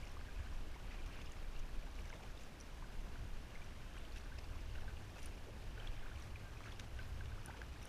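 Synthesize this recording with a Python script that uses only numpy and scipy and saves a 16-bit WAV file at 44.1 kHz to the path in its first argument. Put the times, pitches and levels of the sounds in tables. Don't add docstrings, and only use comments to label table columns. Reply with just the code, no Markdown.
import sys
import numpy as np
from scipy import signal
from scipy.fft import rfft, irfft, next_fast_len
from scipy.io import wavfile
from scipy.ndimage import uniform_filter1d

SR = 44100
rng = np.random.default_rng(int(sys.argv[2]) if len(sys.argv) > 2 else 0)


def inscribe(sig):
    pcm = np.round(np.clip(np.atleast_2d(sig).T, -1, 1) * 32767)
    wavfile.write(sys.argv[1], SR, pcm.astype(np.int16))


N = 347508
T = np.arange(N) / SR


def from_db(db):
    return 10 ** (np.asarray(db) / 20)


def rms_one(x):
    return x / np.sqrt(np.mean(x ** 2) + 1e-20)


def in_time(rows):
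    knot_s, *columns = np.transpose(rows)
    return [np.interp(T, knot_s, column) for column in columns]


def at_hz(points, hz):
    point_hz, point_db = np.array(points)[:, 0], np.array(points)[:, 1]
    return np.interp(np.log(hz + 1e-9), np.log(point_hz), point_db)


def drift(rate_hz):
    step, settle = 40, 2000
    r = np.exp(-2 * np.pi * step * rate_hz / SR)
    white = rng.standard_normal(N // step + settle + 2)
    slow = signal.lfilter([1], [1, -2 * r, r * r], white)[settle:]
    return np.interp(np.arange(N) / step, np.arange(len(slow)), rms_one(slow))


def noise(spectrum, size=N, grain_db=0):
    padded = next_fast_len(size)
    hz = np.arange(padded // 2 + 1) * SR / padded
    grain = from_db(grain_db * rng.standard_normal(padded))
    white = rng.standard_normal(padded) * grain
    coloured = irfft(rfft(white) * from_db(at_hz(spectrum, hz)), padded)
    return rms_one(coloured[:size])


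def resonate(x, hz, width_hz):
    r = np.exp(-np.pi * width_hz / SR)
    zeros = np.array([1, 0, -1]) * (1 - r * r) / 2
    poles = [1, -2 * r * np.cos(2 * np.pi * hz / SR), r * r]
    return signal.lfilter(zeros, poles, x + 1e-18)


def ring_twice(x, hz, width_hz):
    return resonate(resonate(x, hz, width_hz), hz, width_hz)


def evened(x, size):
    power = np.abs(uniform_filter1d(x ** 2, size))
    return x / np.sqrt(power + 1e-3 * np.mean(x ** 2))


def pops(per_s, spread_db):
    born = rng.random(N) < per_s / SR
    height = from_db(spread_db * np.minimum(rng.exponential(1, N), 3))
    return born * height * rng.choice([-1, 1], N)


def swell(time, rise_s):
    u = np.maximum(1 + time / (np.sqrt(2) * rise_s), 0)
    return (u * np.exp(1 - u)) ** 4


def around(s, size=2200):
    return slice(max(int(s * SR) - size, 0), int(s * SR) + size)


def chirp(time, hz, rise_s, glide, phase):
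    pitch_hz = hz * 2 ** np.clip(glide * time, -2, 2)
    cycles = np.cumsum(pitch_hz, axis=-1) / SR + phase
    return swell(time, rise_s) * np.sin(2 * np.pi * cycles)


def wind(buffet_db, low_db, high_db):
    # time_s, buffet_rel_db, low_drum_rel_db, high_drum_rel_db
    air_rows = [(0.0, -46, -53.5, -58), (0.28, -48.5, -57, -68), (0.42, -45.5, -47, -69),
                (0.64, -47, -57.5, -63.5), (1.28, -48.5, -53, -61), (1.52, -44.5, -67, -65),
                (1.6, -43.5, -60, -57), (1.84, -42, -64, -66), (2.0, -50.5, -49.5, -77),
                (2.18, -51.5, -62.5, -59), (2.4, -51.5, -55, -72), (2.48, -49.5, -65, -70),
                (2.64, -58, -57, -75), (2.96, -44.5, -63, -57), (3.12, -48.5, -58, -64),
                (3.2, -45, -50.5, -56), (3.52, -49.5, -59, -67), (3.68, -52.5, -55.5, -60),
                (4.0, -50.5, -57, -71), (4.4, -51, -52, -58.5), (4.8, -44, -53, -55.5),
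                (4.96, -52, -51, -59), (5.12, -56.5, -63, -49.5), (5.2, -47.5, -52.5, -72),
                (5.44, -52, -57, -59), (5.76, -47, -55, -58), (5.84, -42.5, -58, -51),
                (6.08, -48.5, -62, -60), (6.16, -50, -51.5, -54), (6.72, -56, -58.5, -56),
                (6.96, -49.5, -51.5, -54), (7.28, -50, -48.5, -50.5), (7.44, -50.5, -68, -55.5),
                (7.52, -62, -50.5, -62), (7.76, -56, -54.5, -55.5), (7.86, -56, -58, -66.0)]
    # freq_hz, density_rel_db
    buffet_spectrum = [(12, 4.5), (22, 2.5), (35, 0), (48, -9.5), (80, -21), (200, -69)]
    # freq_hz, width_hz, rel_db
    low_modes = [(56.9, 27.3, 0.5), (73, 21, -8.5)]
    high_modes = [(100.7, 21, 6.5), (117.7, 20, -7.5)]
    push, low, high = in_time(air_rows)
    out = from_db(push + buffet_db) * evened(noise(buffet_spectrum), size=18000)
    for modes, drum_db in (low_modes, low + low_db), (high_modes, high + high_db):
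        drum = np.zeros(N)
        for hz, width_hz, mode_db in modes:
            drum += from_db(mode_db) * rms_one(ring_twice(rng.standard_normal(N), hz, width_hz))
        out += from_db(drum_db) * evened(drum, size=9000)
    return out


def background(wash_db, waver_db):
    # freq_hz, density_rel_db
    wash_spectrum = [(40, -29), (110, 4), (160, 2.5), (240, 0.63), (400, -3), (800, -6.5), (1200, -9),
                     (1300, -11), (2800, -13.5), (3900, -17.5), (6000, -21), (8000, -26), (11500, -30),
                     (15500, -35.5)]
    # freq_hz, width_hz, mean_level_db
    whine_bands = [(9347, 150, -91), (10780, 200, -90), (12800, 800, -90), (12899, 5, -95), (12947, 5, -94)]
    wash = from_db(wash_db + waver_db * drift(25)) * noise(wash_spectrum)
    whine = np.zeros(N)
    for hz, width_hz, band_db in whine_bands:
        whine += from_db(band_db) * rms_one(resonate(rng.standard_normal(N), hz, width_hz))
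    return wash + whine * from_db(1.6 * drift(8.5))


def froth(spectrum, per_s, spread_db, sharpness, count):
    clicks, dealt = pops(per_s, spread_db), rng.integers(0, count, N)
    out = np.zeros(N)
    for k, hz in enumerate(np.geomspace(spectrum[0][0], spectrum[-1][0], count)):
        ring = ring_twice(clicks * (dealt == k), hz, hz / sharpness)
        out += from_db(at_hz(spectrum, hz)) * np.sqrt(hz) * rms_one(ring)
    return evened(out, size=8000)


def stirred(surges, calm_db):
    power = np.full(N, from_db(calm_db) ** 2)
    for s, db, rise_s in surges:
        near = around(s, size=40000)
        power[near] += (from_db(db) * swell(T[near] - s, rise_s)) ** 2
    return np.sqrt(power)


def churn(gurgle_db, lap_db, spray_db):
    # crest_s, gurgle_rel_db, spray_rel_db, rise_s
    stroke_rows = [(0.041, -67, -69, 0.12), (0.42, -67, -76, 0.13), (0.93, -66, -76, 0.21),
                   (1.2, -64, -72, 0.21), (1.58, -68, -77, 0.16), (2.021, -69.5, -70.5, 0.24),
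                   (2.4, -77, -70, 0.042), (3.6, -68.5, -80, 0.16), (3.98, -63.5, -73, 0.077),
                   (4.161, -67, -67, 0.062), (4.66, -70, -75, 0.21), (5.2, -66, -71, 0.17),
                   (5.9, -64.5, -78, 0.21), (6.201, -63.5, -67.5, 0.061), (6.4, -68, -81, 0.038),
                   (6.669, -63, -70, 0.1), (7.011, -64, -69, 0.057), (7.5, -68.5, -77, 0.21),
                   (7.83, -64.5, -69.5, 0.13)]
    # crest_s, rel_db
    wavelet_rows = [(0.3, -72), (0.44, -66), (1.12, -72), (3.1, -83), (3.55, -69), (3.98, -67), (4.24, -70),
                    (4.78, -65), (5.2, -69), (5.8, -64), (6.02, -67), (6.46, -80), (6.67, -70), (7.01, -67),
                    (7.46, -72)]
    # freq_hz, density_rel_db
    gurgle_spectrum = [(600, 1), (900, -6.5), (1200, 4), (1400, -9.5), (1900, -5), (2400, 2.5), (2900, 1),
                       (3700, -10)]
    spray_spectrum = [(3700, 1), (4600, 0), (5700, 1), (6500, -3.5), (7800, -8), (9400, -10.5),
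                      (12000, -15)]
    # freq_hz, density_rel_db
    lap_spectrum = [(1430, -3), (1560, -1.5), (1720, -4)]
    spray_lag_s, wavelet_rise_s = 0.0051, 0.071
    gurgling = stirred([(s, db, rise_s) for s, db, _, rise_s in stroke_rows], calm_db=-70.5)
    spraying = stirred([(s + spray_lag_s, db, rise_s) for s, _, db, rise_s in stroke_rows], calm_db=-75.5)
    lapping = stirred([(s, db, wavelet_rise_s) for s, db in wavelet_rows], calm_db=-72)
    gurgle = gurgling * froth(gurgle_spectrum, per_s=1700, spread_db=3.0, sharpness=8.4, count=22)
    spray = spraying * froth(spray_spectrum, per_s=1100, spread_db=5.0, sharpness=9.0, count=14)
    lap = lapping * froth(lap_spectrum, per_s=190, spread_db=3.0, sharpness=5.8, count=5)
    return from_db(gurgle_db) * gurgle + from_db(lap_db) * lap + from_db(spray_db) * spray


def bubbles(level_db, slap_db, slap_s, shed_db, shed_s, shed_octaves, shed_cycles, shed_glide, count):
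    # crest_s, pitch_hz,
    # height_rel_db, rise_s, glide_octaves_per_s
    bubble_rows = [(0.034, 2310, -55.5, 0.0086, 13), (0.17, 1080, -48.5, 0.0036, 72),
                   (0.213, 1637, -47, 0.0011, 3), (0.268, 1730, -55, .006, 31),
                   (0.290, 1590, -52, 0.0058, 0.5), (0.362, 2450, -54, .0016, 11),
                   (0.528, 1065, -53, .0025, 41), (0.745, 2140, -53.5, 0.0027, 39),
                   (0.763, 894, -49.5, 0.0029, 39), (0.916, 2100, -56, 0.0092, 21.5),
                   (0.944, 743, -54, .004, 60.5), (0.990, 2394, -52, .002, 0), (1.077, 1146, -58, .005, 70),
                   (1.104, 1048, -56, 0.0065, 65.5), (1.157, 1697, -53, .0025, -9),
                   (1.216, 3394, -50, 0.00077, 40), (1.261, 5150, -53, .0016, 18),
                   (1.3206, 6600, -46, 0.00048, 4), (1.566, 2792, -50, .0016, -18),
                   (1.827, 2377, -53, .0025, 40.5), (1.874, 857, -55, .004, -20),
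                   (1.991, 2450, -48, 0.0013, -11), (2.054, 2227, -52, .0025, 11),
                   (2.057, 5868, -53, .0006, 1), (2.098, 6180, -56, 0.0015, 3),
                   (2.103, 1600, -49, .0025, -13), (2.129, 2130, -45, 0.0019, 0),
                   (2.129, 932, -52, 0.005, 50), (2.138, 478, -54, 0.004, 3), (2.156, 623, -56, 0.0081, 20),
                   (2.158, 3540, -53, 0.0011, -18), (2.208, 883, -59, 0.007, 45),
                   (2.242, 770, -54, 0.0095, 36), (2.377, 3600, -52.5, .0016, -10.5),
                   (2.436, 7117, -54, 0.00094, 46), (2.826, 976, -46.5, 0.0025, 72),
                   (2.844, 1550, -51.5, 0.0035, -10), (3.1579, 1490, -47.5, 0.0018, -21),
                   (3.5561, 2120, -46, 0.0023, 18), (3.620, 2410, -49.5, 0.0023, -18.5),
                   (3.644, 5735, -53, .001, 1.5), (3.966, 1614, -48, 0.0011, 2),
                   (3.986, 7962, -55, .001, 9), (4.052, 3100, -50, 0.0013, -2),
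                   (4.123, 4380, -52, 0.00092, 39), (4.162, 1585, -53, .004, 0.5),
                   (4.170, 3786, -52, .001, 12), (4.179, 2680, -49, 0.0015, -23),
                   (4.184, 5790, -54, 0.0012, 2), (4.260, 1575, -51.5, 0.0018, 0.5),
                   (4.323, 1533, -51.5, .006, 18), (4.3883, 5000, -48, .0012, 40),
                   (4.443, 4750, -53, 0.0013, -20), (4.756, 1559, -55, 0.0055, -23),
                   (4.8826, 1590, -45, 0.0034, -0.5), (4.971, 2770, -50, 0.0013, -3.5),
                   (5.171, 2590, -54, .004, -2), (5.183, 2430, -57, .0025, -20),
                   (5.273, 2906, -52, .001, 2.5), (5.379, 2410, -55, .0025, 1),
                   (5.779, 1560, -53, 0.0039, 43.5), (5.801, 3090, -46.5, 0.002, 1),
                   (5.8745, 3380, -41.5, 0.00147, 4), (5.966, 2310, -51, 0.00065, -3),
                   (6.062, 1453, -50, .006, 47), (6.117, 1471, -51.5, .004, 22),
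                   (6.176, 2400, -53, 0.0022, -16.5), (6.224, 5800, -53, 0.0015, -12),
                   (6.3596, 2409, -44, 0.0017, 15), (6.462, 1580, -58.5, 0.026, -0.5),
                   (6.571, 2420, -51.5, 0.0022, 21), (6.6067, 1102, -43.5, 0.0011, 40.5),
                   (6.641, 2300, -51, 0.0014, -20), (6.648, 4320, -58, .0016, 9.5),
                   (6.658, 1585, -49, .0016, -10), (6.675, 1470, -50, 0.0043, 61.5),
                   (6.687, 1573, -46, 0.0012, -1), (6.7227, 3453, -49.5, .0016, -12),
                   (6.729, 923, -52.5, .0025, -21), (6.9953, 1550, -45, 0.0047, -6),
                   (7.031, 5050, -55, 0.00092, 42), (7.2103, 1587, -45.5, 0.0025, 1.5),
                   (7.322, 1530, -51, 0.0046, 7), (7.382, 1286, -53.5, .006, 37),
                   (7.455, 1460, -58, 0.0041, 68), (7.484, 1480, -48, 0.0039, 21),
                   (7.4987, 869, -43.5, 0.0038, 90), (7.506, 1560, -46.5, 0.0027, 0),
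                   (7.542, 1559, -50, .0025, -20), (7.548, 900, -51, 0.0028, -41.5),
                   (7.595, 471, -50, .004, -2), (7.618, 1597, -39, 0.002, 1), (7.636, 1750, -62, 0.0055, 0)]
    out = np.zeros(N)
    for s, hz, height_db, rise_s, glide in bubble_rows:
        near = around(s, size=3000)
        time = T[near] - s
        hiss = rms_one(ring_twice(rng.standard_normal(len(time)), hz, 0.85 * hz))
        slap = swell(time + rise_s, slap_s) * hiss
        when, size, phase = rng.random((3, count, 1))
        shed_hz = hz * 2 ** (shed_octaves * (2 * size - 1))
        shed_time = time - rise_s - when * shed_s
        small = chirp(shed_time, shed_hz, shed_cycles / shed_hz, shed_glide, phase)
        shed = (np.exp(-when) * small).sum(axis=0)
        ring = chirp(time, hz, rise_s, glide, rng.random())
        plop = ring + from_db(slap_db) * slap + from_db(shed_db) * shed
        out[near] += from_db(height_db + level_db) * plop
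    return out


def gulps(level_db, spread_octaves, rise_octaves, rise_cycles, glide, count):
    # middle_s, pitch_hz, rel_db, length_s
    gulp_rows = [(0.067, 700, -57, 0.014), (1.029, 263, -58.5, 0.056), (1.871, 885, -61, 0.069),
                 (2.179, 600, -60, 0.073), (4.549, 1180, -57, 0.03), (4.838, 700, -55.5, 0.023),
                 (5.182, 690, -57, 0.033), (5.482, 440, -50, 0.02), (5.82, 604, -56.5, 0.048),
                 (6.073, 1090, -59, 0.029), (6.647, 1000, -67, 0.053), (7.497, 1250, -50, 0.016)]
    out = np.zeros(N)
    for s, hz, gulp_db, length_s in gulp_rows:
        near = around(s, size=12000)
        time = T[near] - s
        when, size, phase = rng.random((3, count, 1))
        when = 2 * (np.arange(count)[:, None] + when) / count - 1
        pitch_hz = hz * 2 ** (rise_octaves * when + spread_octaves * (2 * size - 1))
        rings = chirp(time - when * length_s, pitch_hz, rise_cycles / pitch_hz, glide, phase)
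        tumble = (np.cos(when) * rings).sum(axis=0)
        unit = np.sqrt(length_s * SR / np.sum(tumble ** 2))
        out[near] += from_db(gulp_db + level_db) * tumble * unit
    return out


def splashes(level_db, grain_db):
    # crest_s, rel_db, rise_s, tilt_db_per_octave
    splash_rows = [(0.072, -66, 0.011, -5.5), (0.928, -68, 0.036, -4), (1.063, -67.5, 0.005, 4),
                   (1.138, -69, .035, -4), (1.19, -55, 0.002, -5.5), (1.217, -66, 0.0046, 1),
                   (1.595, -70, .005, 6), (2.103, -66, .002, -8), (2.137, -63, 0.0034, -4.5),
                   (2.232, -66.5, 0.0061, -1), (2.409, -73, .02, 4), (3.548, -65, .0015, -5),
                   (4.164, -65.5, 0.0083, 1.5), (4.176, -70, .003, 1), (4.388, -61, 0.0052, -3),
                   (4.755, -63, 0.0065, -4.5), (5.189, -68, 0.012, 2), (5.23, -69, 0.016, 4.5),
                   (5.262, -69, .009, 2), (5.871, -63, .0035, -4), (6.662, -64, .0015, 0),
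                   (6.725, -63, 0.0013, -2), (6.7977, -55.5, 0.0036, 0.5), (6.807, -62, 0.0022, 0),
                   (6.99, -57, 0.0011, -4), (7.258, -62.5, 0.0022, -1), (7.4828, -55, 0.0012, -10),
                   (7.571, -66, .006, -2), (7.617, -57, .0014, -3)]
    # freq_hz, density_rel_db
    spatter_spectrum = [(200, -1.5), (800, -0.5), (1600, 5), (2800, 10), (4200, -3), (6200, 0),
                        (8000, -11.5), (10500, -13.5), (14000, -27)]
    out = np.zeros(N)
    for s, slap_db, rise_s, tilt_db in splash_rows:
        near = around(s, size=6000)
        shape = swell(T[near] - s, rise_s)
        tilted = [(hz, db + tilt_db * np.log2(hz)) for hz, db in spatter_spectrum]
        spatter = noise(tilted, size=len(shape), grain_db=grain_db)
        burst = rms_one(shape * spatter) * np.sqrt(np.mean(shape ** 2))
        out[near] += from_db(slap_db + level_db) * burst
    return out


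def ticks(level_db):
    # start_s, rel_db, tilt_db_per_octave
    tick_rows = [(0.118, -57, 12), (2.602, -55, -1), (2.6105, -56.5, -10), (5.230, -55, 10),
                 (5.247, -61, 8), (5.2583, -49, 9), (5.2602, -49.5, 14), (6.797, -55, -3), (7.460, -45, 15),
                 (7.829, -53, 8), (7.855, -51, 6)]
    # freq_hz, rel_db, t60_s
    tick_modes = [(5650, 4, 0.0061), (5960, -5.5, 0.028), (9630, -2.5, 0.0087), (9480, 2.5, 0.0033),
                  (10700, -8.5, 0.0051), (12000, -12, 0.0045), (13800, -20, 0.0037)]
    contact_s, tilt_pivot_hz = 1e-4, 9000
    out = np.zeros(N)
    for s, tick_db, tilt_db in tick_rows:
        near = around(s)
        time = np.maximum(T[near] - s, 0)
        contact = 1 - np.exp(-time / contact_s)
        for (hz, mode_db, t60_s), phase in zip(tick_modes, rng.random(len(tick_modes))):
            struck_db = level_db + tick_db + mode_db + tilt_db * np.log2(hz / tilt_pivot_hz)
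            decay = from_db(struck_db - 60 * time / t60_s)
            out[near] += contact * decay * np.sin(2 * np.pi * (hz * time + phase))
    return out


def scene():
    air = wind(buffet_db=2.5, low_db=0.5, high_db=-2.5)
    air += background(wash_db=-58.5, waver_db=0.66)
    water = churn(gurgle_db=-0.5, lap_db=0.0, spray_db=-2.0)
    drops = bubbles(level_db=-2.0, slap_db=-12, slap_s=0.00095, shed_db=-12.5, shed_s=0.02,
                    shed_octaves=0.45, shed_cycles=3.3, shed_glide=23, count=3)
    water += gulps(level_db=-5.5, spread_octaves=0.45, rise_octaves=0.4, rise_cycles=3.5, glide=35, count=11)
    drops += splashes(level_db=8.0, grain_db=5.5)
    return (water + drops + ticks(level_db=2.0) + air)[None]


def record(dry):
    low_cut = signal.butter(2, 9, "high", fs=SR, output="sos")
    top_cut = signal.ellip(10, 0.2, 70, 15300, fs=SR, output="sos")
    return signal.sosfilt(top_cut, signal.sosfilt(low_cut, dry))


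dry = scene()
out = record(dry)
inscribe(out)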